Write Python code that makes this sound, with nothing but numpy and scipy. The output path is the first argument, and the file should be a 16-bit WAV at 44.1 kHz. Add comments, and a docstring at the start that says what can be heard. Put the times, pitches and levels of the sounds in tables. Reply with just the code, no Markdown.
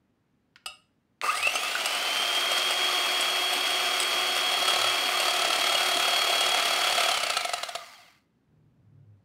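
"""First a faint click and a tap of steel on glass: an electric hand mixer in a bowl of eggs, on a
wooden kitchen table, close to one microphone. The switch snaps and the motor spins up, with fan
whine, commutator buzz and gear rattle in a plastic housing. The wires clink on the bowl and whip in
bubbles; as the eggs thicken, the beaters knock harder, once a turn. Switched off, the mixer clatters
to a stop, and a faint low rumble follows in the room."""
import sys
import numpy as np
from scipy import signal
from scipy.fft import rfft, irfft
from scipy.io import wavfile

SR = 44100
rng = np.random.default_rng(int(sys.argv[2]) if len(sys.argv) > 2 else 0)


def int16_out(signal):
    """Quantize to a 16-bit WAV file."""
    q = np.round(np.clip(np.atleast_2d(signal).T, -1, 1) * 32767)
    wavfile.write(sys.argv[1], SR, q.astype(np.int16))


N = 407484
T = np.arange(N) / SR
ON_S, OFF_S = 1.21, 7.066
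FAN_BLADES, COMMUTATOR_SEGMENTS, GEAR_RATIO, MAINS_HZ = 9, 12, 10, 50

# The plastic housing, heard from close by. Each row: frequency in Hz, level in dB.
HOUSING_COLOUR = [(30, -37.5), (100, -28.5), (200, -13.5), (300, -7), (500, -2.5), (1000, -1), (1800, -1),
                  (3000, 2.5), (3800, -4), (5000, -6.5), (7300, -9.5), (10000, -11.5), (12000, -15.5),
                  (15500, -17.5)]
# Its resonances. Each row: centre in Hz, width in Hz, lift in dB.
HOUSING_MODES = [(702, 190, 9.2), (1209, 110, 9.9), (1455, 200, 5.3), (2035, 330, 5.4), (2350, 180, 4.4),
                 (2620, 150, 5.6), (3272, 320, 8.1), (4545, 490, 9.3), (5300, 200, 6.7), (5750, 390, 3.8),
                 (6510, 200, 4.8), (8650, 290, 7.1), (9800, 700, 1.9)]
# Hum of the unbalanced rotor. Each row: multiple of the shaft speed, level in dB.
SHAFT_TONES = [(1, -11), (2, -20), (3, -13.5), (6, -24), (7, -29), (18, -23), (35, -19), (38, -16)]
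# That hum as the hand tilts the mixer. Each row: time in seconds, level in dB.
HUM_LEVEL = [(1.2, -4.5), (2.1, -9.5), (2.7, -1.5), (4, -3), (5.2, -2.5), (5.7, -4), (7.1, -9.5)]
# Fan whine as the mixer moves about near the microphone. Each row: time in seconds, level in dB.
WHINE_LEVEL = [(1.8, -44), (2.25, -40.5), (3.5, -44), (4.1, -45), (4.65, -42), (5.2, -47), (6.1, -42),
               (7.05, -43.5)]


def motor(turns, speed, current, drive_db=-30.5, torque_db=-10):
    """Gear teeth, rushing air, rotor and fan all reach the microphone through the housing."""
    pace = speed / speed.max()
    # torque pulses at twice the mains rate, and the gears chafe once a shaft turn
    ripple = 1 + .16 * (T < OFF_S) * np.cos(4 * np.pi * MAINS_HZ * T) + .25 * np.cos(2 * np.pi * turns)
    rattle = undb(-1.5) * impacts(9 * speed, spread_db=3) * ripple * undb(wander(50))
    air = undb(-3) * pace * rng.standard_normal(N)
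    hum = sum(undb(db) * shaft_tone(turns, speed, order, flutter_db=2.1) for order, db in SHAFT_TONES)
    hum *= pace ** 6 * undb(curve(HUM_LEVEL) - 1.5)  # unbalance grows steeply with speed
    fan = shaft_tone(turns, speed, FAN_BLADES, flutter_db=1.22, wobble=.0065)
    fan *= undb(curve(WHINE_LEVEL)) * pace ** 2.1
    effort = undb(drive_db) * (pace ** 2.05 + undb(torque_db) * current)
    return through((rattle + air + hum) * effort + fan, body(HOUSING_COLOUR, HOUSING_MODES))


# Spin-up in a quick and a slow stage. Each row: share of the speed, time constant in seconds.
SPIN_UP_STAGES = [(.4, .16), (.6, .37)]
# The speed the motor settles to in the eggs. Each row: time in seconds, turns per second.
LOADED_SPEED = [(2.9, 365.3), (4, 364), (4.85, 365.5), (5.55, 363), (6.8, 367.5), (7.05, 370)]


def rotor(friction_hz_per_s=276, drag_s=6):
    """Shaft speed in turns per second, and the starting current, which dies away as the speed builds."""
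    lag = sum(share * np.exp(-np.maximum(T - ON_S, 0) / tau) for share, tau in SPIN_UP_STAGES)
    driven = curve(LOADED_SPEED) * (1 - lag)
    # switched off, the rotor is braked by steady friction and a little air drag
    braked = 1 - np.exp(-np.maximum(T - OFF_S, 0) / drag_s)
    speed = np.maximum(driven - braked * (driven + friction_hz_per_s * drag_s), 0)
    current = lag * ramp(ON_S + .008, rise_s=.018)
    return speed * (1 + .0007 * wander(20)), current


def shaft_tone(turns, speed, order, flutter_db, wobble=.0044):
    """One multiple of the shaft speed; play in the bearings shakes its level and phase."""
    phase = order * (turns + wobble * wander(130))
    flutter = undb(flutter_db * wander(60))
    return np.sqrt(2) * np.sin(2 * np.pi * phase) * flutter * (order * speed < SR / 2)


# Brush whistle. Each row: multiple of the segment rate, level in dB, lift in dB when turning slowly.
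COMMUTATOR_TONES = [(1, -13, -5), (2, -15, 5), (3, -3.5, -9), (4, -8, 3), (5, -10, 3), (6, -13, 1),
                    (7, -16, 0)]


def brushes(turns, speed, current, whistle_db=-35, start_lift_db=14, off_db=-8, ticking_db=-37):
    """Brushes whistle on the commutator; at low speed they tick in a comb of gliding overtones."""
    pace = speed / speed.max()
    slow = np.clip(3.5 * (1 - pace), 0, 1)
    level_db = whistle_db + start_lift_db * current + off_db * ramp(OFF_S, rise_s=.04) + 2.2 * wander(5)
    whistle = np.zeros(N)
    for k, db, lift_db in COMMUTATOR_TONES:
        tone = shaft_tone(turns, speed, COMMUTATOR_SEGMENTS * k, flutter_db=2.5, wobble=.006 / k)
        whistle += undb(db + slow * lift_db) * tone
    whistle *= pace ** 2.3 * undb(level_db)
    comb = sum(shaft_tone(turns, speed, COMMUTATOR_SEGMENTS * k, flutter_db=3.5, wobble=.0012)
               for k in range(3, 11))
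    ticking = comb * undb(ticking_db) * pace ** 2.5 * (1 - pace) ** 2
    return through(whistle + ticking, body(HOUSING_COLOUR, HOUSING_MODES))


# The steel motor frame. Each row: frequency in Hz, level in dB.
FRAME_COLOUR = [(30, -39), (500, 5.5), (1100, 3.5), (2700, -4), (4000, -15), (7000, -19.5), (15500, -26)]
# Its resonances. Each row: centre in Hz, width in Hz, lift in dB.
FRAME_MODES = [(1204, 210, 17), (2640, 300, 20), (6300, 300, 20)]


def inrush(turns, speed, current, buzz_db=-23, spark_db=-22.5):
    """Starting current makes the brushes buzz and spark; the buzz flares at each frame resonance."""
    pace = speed / speed.max()
    buzz = sum(shaft_tone(turns, speed, COMMUTATOR_SEGMENTS * k, flutter_db=3, wobble=.02 / k)
               for k in (1, 2))
    buzz *= undb(buzz_db) * pace ** 1.5
    mains_pulse = np.sin(2 * np.pi * MAINS_HZ * T) ** 2
    sparks = undb(spark_db) * impacts(3500, spread_db=2) * mains_pulse * (1 - pace) ** 2
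    return through((buzz + sparks) * current, body(FRAME_COLOUR, FRAME_MODES))


# The gear case. Each row: frequency in Hz, level in dB.
GEARCASE_COLOUR = [(30, -41), (400, -34), (700, -4), (1200, -7), (2500, -9.5), (4500, -8.5), (7000, -13),
                   (10000, -17), (15500, -19.5)]
# Its resonances. Each row: centre in Hz, width in Hz, lift in dB.
GEARCASE_MODES = [(680, 99, 8), (1192, 150, 12.15), (1470, 190, 6.8), (2070, 320, 16), (4420, 700, 5.5)]


def gears(turns, speed, current, rasp_db=-32.5, jerk_db=-25.5):
    """Slack teeth rasp in their case at low speed, hardest when the starting torque jerks them."""
    pace = speed / speed.max()
    teeth = impacts(45 * speed, spread_db=2) * (1 + .2 * np.cos(2 * np.pi * turns))
    level = undb(rasp_db) * pace ** 1.15 * (1 - pace) + undb(jerk_db) * current ** 3
    return through(teeth * level, body(GEARCASE_COLOUR, GEARCASE_MODES))


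# The loose beater shafts. Each row: frequency in Hz, level in dB.
BEATER_COLOUR = [(30, -30.5), (120, -14), (300, -20), (550, -1.5), (1000, -4), (1700, -4.5), (3000, -1),
                 (5000, -9), (6200, -8), (9500, -16.5), (12000, -21), (15500, -26)]
# Their resonances. Each row: centre in Hz, width in Hz, lift in dB.
BEATER_MODES = [(709.6, 194, 16.3), (1311, 140, 17.2), (2160, 98, 7.6), (2820, 110, 7.1), (3400, 300, 4.5),
                (3980, 92, 9.7), (4394, 580, 9.8), (5320, 140, 4.7), (7110, 470, 8), (8350, 200, 13),
                (10480, 570, 16)]
# Their knocking, harder as the eggs thicken. Each row: time in seconds, level in dB.
KNOCK_LEVEL = [(1.3, -29), (2.2, -36), (4.35, -33.5), (4.8, -21.5), (5.05, -33), (5.25, -24), (5.6, -24.5),
               (6.1, -24), (7.1, -23)]


def beaters(turns, speed, chatter_s=.0056, limp_db=3, knock_phase=.66, min_shaft_hz=138):
    """The shafts knock in their sockets once a beater turn, each time a short chatter of steel."""
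    pace = speed / speed.max()
    beater_turn = np.floor((turns - np.interp(OFF_S, T, turns)) / GEAR_RATIO - knock_phase)
    starts = np.flatnonzero((np.diff(beater_turn) > 0) & (speed[1:] > min_shaft_hz))
    # coasting freely, the beaters limp: every other knock is harder
    limp = limp_db * ramp(OFF_S, rise_s=.152) * np.cos(np.pi * beater_turn)
    strength = undb(curve(KNOCK_LEVEL) + limp) * pace ** .71
    age = np.arange(SR // 20) / SR / chatter_s
    pulse = age * np.exp((1 - age ** 2) / 2)
    force = np.zeros(N)
    # the drag of the egg makes each knock a little early or late, strong or weak
    for i, (late, size) in zip(starts, rng.standard_normal((len(starts), 2))):
        add(force, T[i] + .001 * late, strength[i] * undb(1.2 * size) * pulse)
    return through(force * impacts(9000, spread_db=1), body(BEATER_COLOUR, BEATER_MODES))


# Wires strike the bowl, close to the microphone.
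# Each row: start in seconds, level in dB, treble tilt in dB.
BOWL_STRIKES = [(0.659, -25, -2.5), (1.352, -27, 4), (1.372, -25, 3), (1.427, -22, -8),
                (1.469, -22.5, -10.5), (1.554, -20, -11.5), (1.632, -25, -10.5), (1.857, -18, -2.5),
                (1.948, -25.5, -8), (2.349, -24, 3.5), (2.515, -21, -1), (2.578, -23.5, 4.5),
                (2.707, -22, -4), (3.207, -22, 12), (3.533, -23, -1.5), (3.705, -24.5, -0.5),
                (3.999, -20, 12), (4.027, -19.5, 2.5), (4.364, -23.5, -9), (4.68, -21.5, 4),
                (5.2, -18.5, -1), (6.407, -22.5, 8)]
# Steel scraping on glass. Each row: frequency in Hz, level in dB.
SCRAPE_COLOUR = [(30, -44), (120, -35), (350, -23), (600, -8), (1700, -8), (3000, -4), (5000, -6),
                 (6500, -12), (8300, -5), (11000, -12), (15500, -20)]
# Glass and steel ringing together. Each row: frequency in Hz, level in dB, seconds to fall by 60 dB.
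BOWL_MODES = [(598, -6, .11), (743, -12, .09), (1240, -7, .13), (1389, -14, .16), (2266, -17, .17),
              (2756, -2, .24), (2900, -6, .18), (3350, -18, .13), (3800, -12, .19), (4400, -18, .12),
              (4924, -12, .23), (5080, -10, .16), (5900, -19, .18), (6831, -20, .18), (7612, -20, .15),
              (8140, -9, .17), (8400, -8, .09), (9100, -20, .11), (10220, -13, .11), (10700, -17, .11),
              (11400, -22, .08), (15100, -23, .06)]


def bowl(scrape_s=.024, scrape_db=-2, ring_db=-6.5, wet_damping=.41, contact_s=.00094, loops=4):
    """Wire glances off the glass: a brief scrape, then a ring that the whirling egg shortens."""
    out = np.zeros(N)
    contact = body(SCRAPE_COLOUR, [(hz, 160, 9) for hz, _, _ in BOWL_MODES])
    for start, db, treble_db in BOWL_STRIKES:
        damping = wet_damping if start > ON_S else 1
        t, envelope = fade(scrape_s)
        scrape = 4 * np.sqrt(t / scrape_s) * envelope * rng.standard_normal(len(t))
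        add(out, start, undb(db + scrape_db) * signal.fftconvolve(scrape, contact))
        for hz, mode_db, t60 in BOWL_MODES:
            t, envelope = fade(t60 * damping)
            gain = undb(db + ring_db + mode_db + treble_db * tilt(hz))
            attack = 1 - np.exp(-(t / contact_s) ** 2)
            # the wire loops are nearly alike, so their modes beat against each other
            cluster_hz = hz + 45 * np.sqrt(hz / 3000) * rng.standard_normal((loops, 1))
            ring = np.sin(2 * np.pi * (cluster_hz * t + rng.random((loops, 1)))).sum(0) / np.sqrt(loops)
            add(out, start, gain * attack * envelope * ring)
    return out


def skitter(current, level_db=-36, per_s=300, treble_db=4, t60=.052):
    """Jerked into motion, the wires skitter lightly over the glass and keep it ringing."""
    t, envelope = fade(t60)
    ring = envelope * sum(undb(db + treble_db * tilt(hz)) * np.sin(2 * np.pi * (hz * t + rng.random()))
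                          for hz, db, _ in BOWL_MODES)
    taps = impacts(per_s, spread_db=6.5) * current * undb(level_db)
    return through(taps, ring / np.linalg.norm(ring))


# Big air pockets gulped down in the bowl.
# Each row: start in seconds, level in dB, pitch in Hz, seconds to fall by 60 dB.
AIR_GULPS = [(1.753, -9.5, 1464, 0.019), (5.753, -15.5, 2860, 0.046)]


def eggs(count=900, quietest_db=-38, ring_cycles=16):
    """The beaters whip small air pockets into the eggs, now and then a big one."""
    out = np.zeros(N)
    for when, pitch, loudness in rng.random((count, 3)):
        hz = 280 * 16 ** pitch
        add(out, 1.5 + 5.1 * when, undb(quietest_db + 10 * loudness ** 2) * bubble(hz, ring_cycles / hz))
    for start, db, hz, t60 in AIR_GULPS:
        add(out, start, undb(db) * bubble(hz, t60))
    return out


def bubble(hz, t60, glide=.024):
    """A pocket of air rings, rising a little in pitch."""
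    t, envelope = fade(t60)
    attack = 1 - np.exp(-t * hz / 2)
    return attack * envelope * np.sin(2 * np.pi * hz * t * (1 + glide * t / t60))


# The slide switch on the mixer.
# Each row: start in seconds, level in dB, resonance in Hz, seconds to fall by 60 dB.
SWITCH_SNAPS = [(0.559, -44, 2260, 0.044), (1.2144, -22.5, 3700, 0.011)]


def switch():
    """Dry snaps of the plastic slider."""
    out = np.zeros(N)
    plastic_colour = [(100, -32.5), (700, -16), (1200, 11), (4500, .5), (7000, -10), (15000, -28.5)]
    for start, db, hz, t60 in SWITCH_SNAPS:
        t, envelope = fade(t60)
        snap = envelope * rng.standard_normal(len(t))
        add(out, start, undb(db) * signal.fftconvolve(snap, body(plastic_colour, [(hz, 1200, 5)])))
    return out


def kitchen(direct, t60=.35, wet_db=-13, delay_s=.006):
    """This close, the direct sound leads; the walls return a short, slightly duller tail."""
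    t, envelope = fade(t60)
    reflections = envelope * rng.standard_normal(len(t)) * (t > delay_s)
    tail = signal.sosfilt(signal.butter(1, 7000, fs=SR, output="sos"), reflections)
    return direct + undb(wet_db) * through(direct, tail / np.linalg.norm(tail))


# The quiet kitchen at the microphone. Each row: frequency in Hz, level in dB.
ROOM_COLOUR = [(25, -28.5), (60, -9), (110, -3.5), (250, -2.5), (400, -12), (700, -18.5), (1700, -23.5),
               (3000, -29.5), (8000, -41), (15000, -45.5)]
# The low rumble after the mixer stops. Each row: frequency in Hz, level in dB.
RUMBLE_COLOUR = [(18, -57), (30, -35), (107, -6), (148, -8), (397, -27.5), (530, -27), (561, -29),
                 (2000, -50), (3000, -58.5), (3900, -87), (6600, -120)]
# Dull booms in the background. Each row: midpoint in seconds, level in dB, pitch in Hz, length in seconds.
LOW_BOOMS = [(0.685, -65.5, 55, .07), (1.452, -58, 93, .18), (4.577, -61, 106, .15),
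             (4.853, -53, 110, 0.18), (8.6, -61.5, 152.3, 0.27), (8.942, -57, 103.2, 0.34),
             (8.97, -54.5, 139.6, .2), (9.131, -54, 101.3, 0.18)]


def background(room_db=-70.5, rumble_db=-65, rumble_start_s=8.48, swell_at_s=8.98, swell_db=3.5):
    """Behind the mixer: room tone, a few soft booms and a late rumble that swells once."""
    out = undb(room_db) * through(rng.standard_normal(N), body(ROOM_COLOUR))
    swell = np.exp(-((T - swell_at_s) / .13) ** 2)
    rumble = through(rng.standard_normal(N), body(RUMBLE_COLOUR))
    out += ramp(rumble_start_s, rise_s=.01) * undb(rumble_db + swell_db * swell) * rumble
    for middle, db, hz, length in LOW_BOOMS:
        t = np.arange(int(length * SR)) / SR
        boom = np.sin(np.pi * t / length) * np.sin(2 * np.pi * hz * t)
        add(out, middle - length / 2, undb(db + 2) * boom)
    return out


def body(colour, modes=(), size=4096):
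    """Causal impulse response of unit energy: a broad colour lifted by resonances."""
    f = np.arange(size // 2 + 1) * SR / size + 1
    hz, db = np.transpose(colour)
    broad_db = np.interp(np.log(f), np.log(hz), db)
    resonant_db = sum(lift / (1 + (2 * (f - centre) / width) ** 2) for centre, width, lift in modes)
    cepstrum = irfft(np.log(undb(broad_db + resonant_db)))
    response = irfft(np.exp(rfft(2 * cepstrum[:size // 2], size)))  # minimum phase
    return response / np.linalg.norm(response)


def impacts(per_s, spread_db):
    """Random tiny impacts of uneven size."""
    hits = (rng.random(N) < per_s / SR) * rng.choice([-1, 1], N)
    return unit(hits * undb(spread_db * rng.standard_normal(N)))


def wander(hz):
    """Smooth random drift with a spread near 1."""
    return unit(signal.resample(rng.standard_normal(int(hz * N / SR) + 2), N))


def fade(t60):
    """Time axis and envelope of a ring that dies by 60 dB."""
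    t = np.arange(int(t60 * SR)) / SR
    return t, np.exp(-np.log(1000) * t / t60)


def tilt(hz):
    """Octaves above 4 kHz, limited to one either way."""
    return np.clip(np.log2(hz / 4000), -1, 1)


def ramp(start_s, rise_s):
    """A straight rise from 0 to 1."""
    return np.clip((T - start_s) / rise_s, 0, 1)


def curve(rows):
    """Rows of time and value, joined by straight lines."""
    return np.interp(T, *np.transpose(rows))


def through(x, response):
    """Pass a sound through an impulse response."""
    return signal.oaconvolve(x, response)[:N]


def add(track, start_s, sound):
    """Mix a sound into the track."""
    start = int(start_s * SR)
    track[start:start + len(sound)] += sound[:N - start]


def unit(x):
    """Scale to an rms of 1."""
    return x / np.sqrt(np.mean(x ** 2))


def undb(db):
    """Decibels to gain."""
    return 10 ** (np.asarray(db) / 20)


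def scene():
    """At the table, in mono: one shaft drives the motor's sounds and, geared down, the beaters."""
    speed, current = rotor()
    turns = np.cumsum(speed) / SR
    mixer = motor(turns, speed, current) + inrush(turns, speed, current)
    mixer += brushes(turns, speed, current) + gears(turns, speed, current)
    direct = mixer + beaters(turns, speed) + switch() + bowl() + skitter(current) + eggs()
    return (kitchen(direct) + background())[None]


def record(dry, top_hz=15700):
    """The recorder cuts the top of the microphone's signal."""
    return signal.sosfilt(signal.ellip(10, .2, 70, top_hz, fs=SR, output="sos"), dry)


dry = scene()
out = record(dry)
int16_out(out)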